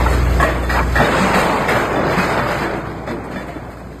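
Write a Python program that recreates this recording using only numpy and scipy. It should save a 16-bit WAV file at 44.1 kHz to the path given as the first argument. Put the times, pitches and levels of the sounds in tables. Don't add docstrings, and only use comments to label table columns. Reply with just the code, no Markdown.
import sys
import numpy as np
from scipy import signal
from scipy.fft import rfft, irfft
from scipy.io import wavfile
from scipy.ndimage import uniform_filter1d

SR = 44100
rng = np.random.default_rng(int(sys.argv[2]) if len(sys.argv) > 2 else 0)


def materialize(psi):
    bounded = np.clip(np.atleast_2d(psi).T, -1, 1)
    quanta = np.round(bounded * 32767).astype(np.int16)
    wavfile.write(sys.argv[1], SR, quanta)


def rack_gain(trim_db):
    fader = np.asarray(trim_db, float)
    return 10 ** (fader / 20)


N = 176400


def in_time(rows):
    s, *columns = np.transpose(rows)
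    return [np.interp(np.arange(N) / SR, s, c) for c in columns]


def at_hz(points, hz):
    table_hz, level_db = np.transpose(points)
    return np.interp(np.log(hz), np.log(table_hz), level_db)


def rms_one(x):
    return x / np.sqrt(np.mean(x ** 2) + 1e-20)


def drift(rate_hz):
    r = np.exp(-80 * np.pi * rate_hz / SR)
    white = rng.standard_normal(N // 40 + 2002)
    slow = signal.lfilter([1], [1, -2 * r, r * r], white)[2000:]
    return np.interp(np.arange(N) / 40, np.arange(len(slow)), rms_one(slow - slow.mean()))


def decay(clicks, t60_s, squared=False):
    r = rack_gain((-120 if squared else -60) / (t60_s * SR))
    return signal.lfilter([1], [1, -r], clicks + 1e-18)


def ring(clicks, hz, t60_s):
    r, w = rack_gain(-60 / (t60_s * SR)), 2 * np.pi * hz / SR
    return signal.lfilter([0, np.sin(w)], [1, -2 * r * np.cos(w), r * r], clicks + 1e-18)


def bandpass(x, band_hz):
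    return signal.sosfilt(signal.butter(2, band_hz, "band", fs=SR, output="sos"), x)


def noise(spectrum, patchy_db, tilt_db=0):
    out, together = 0, drift(8.5)
    edges = 25 * 2 ** np.arange(0, 9.6, .5)
    white = rng.standard_normal((2, N))
    for k, (low, high) in enumerate(zip(edges, edges[1:])):
        hz = np.sqrt(low * high)
        flicker_db = patchy_db * (1.16 * together + 1.43 * drift(3.4))
        level_db = at_hz(spectrum, hz) + tilt_db * np.log2(hz / 800) + flicker_db
        out = out + rack_gain(level_db) * bandpass(white[k % 2], [low, high])
    return rms_one(out)


# start_s, peak_db, struck_region_hz, ring_db
PLATE_BLOWS = [(0.062, -9, 684, 4), (0.129, -25, 1390, -11), (0.259, -13.5, 775, -12), (0.4, -3.5, 1110, 5),
               (0.427, -1.5, 1720, 1), (0.487, -24, 597, 20), (0.634, -20, 571, 12), (0.695, -6, 1750, 0),
               (0.789, -11.5, 904, 2), (0.956, 0, 1800, -3), (1.001, -4.5, 790, 10.5),
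               (1.199, -22, 608, -5), (1.266, -6.5, 581, -10), (1.34, 4.5, 1730, -4),
               (1.683, 2.5, 716, -27), (1.753, -1.5, 580, 0.5), (1.958, -17, 988, 16.5),
               (2.119, -6, 587, 1), (2.179, 0, 805, -13), (2.377, -9.5, 592, 9.5), (2.507, -7.5, 586, -18),
               (2.63, -20.5, 1210, 15), (3.076, -17, 668, 7), (3.129, -38, 960, 2), (3.239, -42, 654, 2),
               (3.31, -15, 563, -18), (3.359, -15.5, 676, 8), (3.483, -17, 762, -6), (3.559, -22, 657, 6.5),
               (3.707, -33, 780, -8)]
# mode_hz, level_db, t60_s
PLATE_MODES = [(587, -13, 0.64), (637, -4.5, 0.092), (835, -15, 0.21), (1152, -16.5, 0.51),
               (1313, -10.5, 0.15), (1643, -14.5, 0.24), (1690, -7.5, 0.18), (1800, -8.5, 0.19),
               (1898, -12, 0.42), (2330, -15.5, 0.18), (3460, -17, 0.13), (3502, -13.5, 0.28),
               (3760, -36, 0.079), (5100, -23, 0.1)]
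# frequency_hz, density_db (per Hz)
CLATTER_SPECTRUM = [(70, -8), (300, 1), (700, 2.5), (1200, -2.5), (1800, -0.5), (2600, -5.5), (5000, -15),
                    (14000, -27.5)]


def blows():
    ring_level_db, spread_db, region_octaves, rattle_t60_s = -15, 1.3, 0.54, 0.082
    clatter_db, clatter_t60_s, rise_s = -16.5, 0.6, 0.0022
    crack_db, crack_t60_s = -14, 0.0043
    s, db, region_hz, ring_db = np.transpose(PLATE_BLOWS)
    at = (s * SR).astype(int)
    luck = rng.normal(0, 1, (len(s), len(PLATE_MODES)))
    rattle = 0.064 * rng.standard_normal(N)
    out, clicks = 0, np.zeros(N)
    for k, (hz, mode_db, t60_s) in enumerate(PLATE_MODES):
        near = 0.6 + np.exp(-(np.log2(hz / region_hz) / region_octaves) ** 2)
        clicks[at] = near * rack_gain(db + ring_db + ring_level_db + mode_db + spread_db * luck[:, k])
        out = out + ring(clicks + rattle * decay(clicks, rattle_t60_s), hz, t60_s)
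    clicks[at] = rack_gain(2 * db)
    power = rack_gain(2 * clatter_db) * decay(clicks, clatter_t60_s, squared=True)
    power = power + rack_gain(2 * crack_db) * decay(clicks, crack_t60_s, squared=True)
    r = np.exp(-1 / (rise_s * SR))
    envelope = np.sqrt(signal.lfilter([1 - r], [1, -r], power))
    return out + envelope * noise(CLATTER_SPECTRUM, 0.5)


# time_s, level_db, brightness_db_per_octave
SLIDING_FLOW = [(0, -19, 0.5), (.39, -24, 2), (.41, -19, -1), (.68, -27.5, 0.5), (.705, -23.5, 5),
                (.8, -14, 0.5), (.83, -26, -4), (.94, -24, 2.5), (1.0, -12.5, 0.3), (1.36, -14, 1.47),
                (1.84, -18.5, 0), (1.9, -19.5, -0.2), (2.0, -15, -0.6), (2.65, -19, 1.7),
                (2.7, -20.5, -0.5), (3.06, -31, -2.3), (3.085, -26.5, -2.5), (4, -36.5, -2.5)]
# frequency_hz, density_db (per Hz)
TUMBLE_SPECTRUM = [(50, -21), (110, 1), (200, -1), (600, -1), (1500, -6.5), (2500, -16.5), (5000, -21.5),
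                   (14000, -42)]


def tumble():
    knocks_per_s, spread_db, knock_cycles = 2200, 1, 38.5
    knock_db, grit_db, grit_patchy_db = -4.5, -2.5, 1.5
    db, tilt_db = in_time(SLIDING_FLOW)
    sizes = rack_gain(spread_db * np.minimum(rng.exponential(1, N), 4)) * rng.choice([-1, 1], N)
    born = rng.random(N) < knocks_per_s * rack_gain(3.0 * drift(8.0)) / SR
    dealt = rng.integers(0, 36, N)
    knocks = 0
    for k, hz in enumerate(np.geomspace(140, 5000, num=36)):
        gain = rack_gain(at_hz(TUMBLE_SPECTRUM, hz) + tilt_db * np.log2(hz / 800)) * hz / 1000
        knocks = knocks + gain * ring(sizes * born * (dealt == k), hz, knock_cycles / hz)
    grit = noise(TUMBLE_SPECTRUM, grit_patchy_db, tilt_db)
    return rack_gain(db) * (rack_gain(knock_db) * rms_one(knocks) + rack_gain(grit_db) * grit)


# start_s, peak_db, pitch_hz, t60_s
HEAVY_LANDINGS = [(0.797, -31, 144, 0.2), (0.99, 0, 147, 0.22), (1.001, -2.5, 256, 0.2),
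                  (1.2, -2.5, 189.6, 0.45), (1.268, -7, 167, 0.12), (1.347, -3, 187.6, 0.26),
                  (1.971, -6.5, 309, 0.19), (2.05, -13, 134.6, 0.28), (2.172, 2, 183.4, 0.17),
                  (2.301, -16, 149, 0.49), (2.399, -11, 242, 0.14), (2.42, -11.5, 124.5, 0.4),
                  (2.561, -13, 140, 0.44), (2.636, -13.5, 330.3, 0.95), (3.09, -14.5, 238.6, 0.71),
                  (3.119, -10.5, 346.6, 0.28), (3.221, -48, 281, 0.37), (3.349, -14, 188.6, 0.24),
                  (3.558, -5, 301, 0.062), (3.738, -26, 312, 0.28), (3.92, -34, 290, 0.28)]


def thuds():
    out, t = np.zeros(N + SR), np.arange(SR // 2) / SR
    for s, db, hz, t60_s in HEAVY_LANDINGS:
        pair = np.sin(2 * np.pi * hz * t) + 0.39 * np.sin(2 * np.pi * 1.27 * hz * t)
        swell = 1 - np.exp(-t * hz)
        out[int(s * SR):][:len(t)] += rack_gain(db - 8 - 60 * t / t60_s) * swell * pair
    return out[:N]


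# start_s, peak_db, pitch_hz, t60_s
SINGLE_NOTES = [(.062, -14, 888, .05), (.063, -12.5, 1355, 0.059), (.4, -7, 700, 0.075),
                (.4, -6, 1112, 0.07), (.401, -5.5, 1680, 0.049), (.426, -10, 1730, .07),
                (.427, 2, 1100, 0.038), (.428, -26, 2930, 0.051), (.445, -17.5, 638, 0.32),
                (.697, -21, 1685, 0.55), (.7, -18.5, 1913, 0.44), (.705, -23, 1060, .07),
                (.7, -26, 5070, 0.18), (.72, -18, 536, 0.24), (.785, -12.5, 900, 0.15),
                (.79, -17, 1380, .07), (.79, -15.5, 2350, 0.073), (.96, -20, 1800, 0.26),
                (.995, -16, 832, 0.19), (1.0, -20, 727, 0.13), (1.045, -19.5, 3730, 0.11),
                (1.37, -15, 474, .15), (1.72, -23, 607, 0.28), (1.96, -19.5, 982, 0.24),
                (2.2, -17.5, 2510, 0.084), (2.5, -22, 592, 0.32), (3.078, -25, 1230, .07),
                (3.077, -19, 670, .06), (3.085, -26, 966, 0.34), (3.08, -37, 1720, 0.27),
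                (3.08, -38, 3750, .2), (3.08, -37, 3212, 0.22), (3.49, -28, 690, 0.13)]


def clanks():
    rough = .6
    out, t = np.zeros(N + SR), np.arange(SR // 2) / SR
    for s, db, hz, t60_s in SINGLE_NOTES:
        pair = np.sin(2 * np.pi * hz * t) + 0.27 * np.sin(2 * np.pi * 0.79 * hz * t)
        attack = np.minimum(t / .0012, 1)
        out[int(s * SR):][:len(t)] += rack_gain(db - 60 * t / t60_s) * attack * pair
    return out[:N] * (1 + rough * drift(42)) / np.hypot(1, rough)


# start_s, length_s, level_db, top_band_against_middle_db
CHIP_SHOWERS = [(.1, 0.049, -37, 4), (0.406, .008, -37, 9), (0.425, 0.032, -37, 3), (.625, .02, -46, 7),
                (0.692, 0.059, -28.5, -19), (0.754, 0.079, -34, -16), (0.967, 0.1, -28.5, -10),
                (1.19, 0.032, -47, -10), (1.256, 0.063, -48, -11.5), (1.35, .1, -36, 4),
                (1.54, 0.054, -47, 3), (1.685, 0.051, -27, -8), (1.945, .05, -43, -7.5),
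                (2.165, 0.095, -27.5, -17), (2.28, .03, -32, -12), (2.472, 0.079, -30.5, -13),
                (2.618, 0.04, -40, -15), (2.758, 0.043, -49, 1), (2.865, 0.065, -45.5, -7),
                (3.066, 0.048, -36, -23), (3.108, 0.029, -41.5, -6), (3.237, 0.024, -52, 3),
                (3.32, 0.11, -42, -17), (3.468, 0.015, -48, 2), (3.544, .04, -50, -7),
                (3.698, 0.042, -46.5, -3.5), (3.768, 0.039, -49.5, -3)]


def showers():
    rise_s, fall_s, chips_per_s, spread_db = 0.0023, 0.013, 3700, 2.0
    t, middle, upper = np.arange(N) / SR, 0, 0
    for s, length_s, db, top_db in CHIP_SHOWERS:
        rise = np.clip((t - s) / rise_s, 0, 1)
        fall = np.exp(-np.clip((t - s - length_s) / fall_s, 0, 40))
        shape = rack_gain(db) * rise * fall
        middle, upper = middle + shape, upper + rack_gain(top_db) * shape
    sizes = rack_gain(spread_db * rng.exponential(1, N)) * rng.choice([-1, 1], N)
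    chips = sizes * (rng.random(N) < chips_per_s / SR)
    lower_part = rack_gain(3.5) * middle * rms_one(bandpass(chips, [1100, 2500]))
    middle_part = middle * rms_one(bandpass(chips, [2400, 5400]))
    upper_part = upper * rms_one(bandpass(chips, [5600, 10500]))
    return lower_part + middle_part + upper_part


# time_s, firing_tone_db
ENGINE_LEVEL = [(0, -14.5), (.1, -15.5), (.4, -14.5), (.47, -22.5), (1.0, -18), (1.04, -30), (1.4, -29),
                (1.5, -34.5), (2.2, -32.5), (2.6, -35), (3.2, -37.5), (4, -37.5)]
# multiple_of_firing_rate, level_against_firing_tone_db, wobble_db
ENGINE_ORDERS = [
    (1, 0, .4),
    (1.405, -10, 1.5),
    (2, -10, .8),
    (2.8, -15, 2),
]
# frequency_hz, density_db (per Hz)
ROAR_SPECTRUM = [(20, 5), (45, -23), (100, -4.5), (200, -10.5), (300, -4), (1200, -27.5), (5000, -28),
                 (14000, -41)]


def engine():
    firing_hz, roar_db, roar_follows, throb = 60.0, -7, 0.83, .06
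    db, = in_time(ENGINE_LEVEL)
    phase = 2 * np.pi * np.cumsum(firing_hz + 0.51 * drift(1.8)) / SR
    tones = 0
    for k, rel_db, wobble_db in ENGINE_ORDERS:
        height = np.sqrt(2) * rack_gain(db + rel_db + wobble_db * drift(1.6))
        tones = tones + height * np.sin(k * phase + rng.uniform(0, 6.86))
    roar = noise(ROAR_SPECTRUM, -1) * (1 + throb * np.sin(phase))
    return tones + rack_gain(roar_db + db[0] + roar_follows * (db - db[0])) * roar


def scene():
    return (blows() + tumble() + thuds() + clanks() + showers() + engine())[None]


# frequency_hz, level_against_neighbours_db
DROPOUT_LIMIT = [(1400, -9), (2500, -4), (2800, -1.5), (5400, -1.5), (6500, -2.5), (14000, -4.5)]


def starve(x):
    hole_db, luck_db = -55, 2.5
    hz, _, z = signal.stft(x, SR, window="cosine", nperseg=2048, noverlap=1024)
    power = uniform_filter1d(np.abs(z) ** 2, size=2, axis=2)
    luck = uniform_filter1d(rng.standard_normal(z.shape), size=7, axis=1)
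    luck = rms_one(uniform_filter1d(luck, size=3, axis=2))
    under = 10 ** ((at_hz(DROPOUT_LIMIT, hz + 1)[:, None] + luck_db * luck) / 10)
    under = under * (hz > DROPOUT_LIMIT[0][0])[:, None]
    patch, surroundings = [uniform_filter1d(power, size=size, axis=1) for size in (5, 31)]
    z = z * np.where(patch < under * surroundings, rack_gain(hole_db), 1)
    return signal.istft(z, SR, window="cosine", nperseg=2048, noverlap=1024)[1][:, :N]


def roll_off(x):
    return signal.sosfilt(signal.butter(12, 14310, fs=SR, output="sos"), x)


GAP_WIDTHS = [125, 290]
GAP_FILLS = [.401, .42, .432, .632, 1.012, 1.36, 1.69, 1.71]


def record(dry):
    ceiling, last_ceiling = .85, .73
    gap_hz, gap_step_hz, gap_floor_db, top_hz = 5500, 4560, -32, 14110
    step_hz, step_db, fill_s, fill_db = 2716, -4, .003, -8
    hz = np.arange(N // 2 + 1) * SR / N
    hump = np.abs(np.sin(np.pi * (hz - gap_hz) / gap_step_hz)) ** 0.92 + 0.032
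    step = rack_gain(step_db / (1 + np.exp(np.minimum((step_hz - hz) / 60, 50))))
    gain = np.where(hz > gap_hz, 1.32 * hump, 1) * step * (hz < top_hz)
    for k, width_hz in enumerate(GAP_WIDTHS):
        away_hz = np.abs(hz - gap_hz - k * gap_step_hz) + 1
        gain = gain * np.maximum(1 / (1 + (width_hz / away_hz) ** 6), rack_gain(gap_floor_db))
    z, t = rfft(ceiling * np.tanh(dry / ceiling)), np.arange(N) / SR
    moments = sum(np.exp(-((t - s) / fill_s) ** 2) for s in GAP_FILLS)
    fill_gain = np.maximum(rack_gain(fill_db) - gain, 0) * (hz > gap_hz - 400) * (hz < top_hz)
    x = starve(irfft(z * gain, N)) + moments * irfft(z * fill_gain, N)
    return roll_off(x / (1 + (x / last_ceiling) ** 6) ** (1 / 6))


dry = scene()
out = record(dry)
materialize(out)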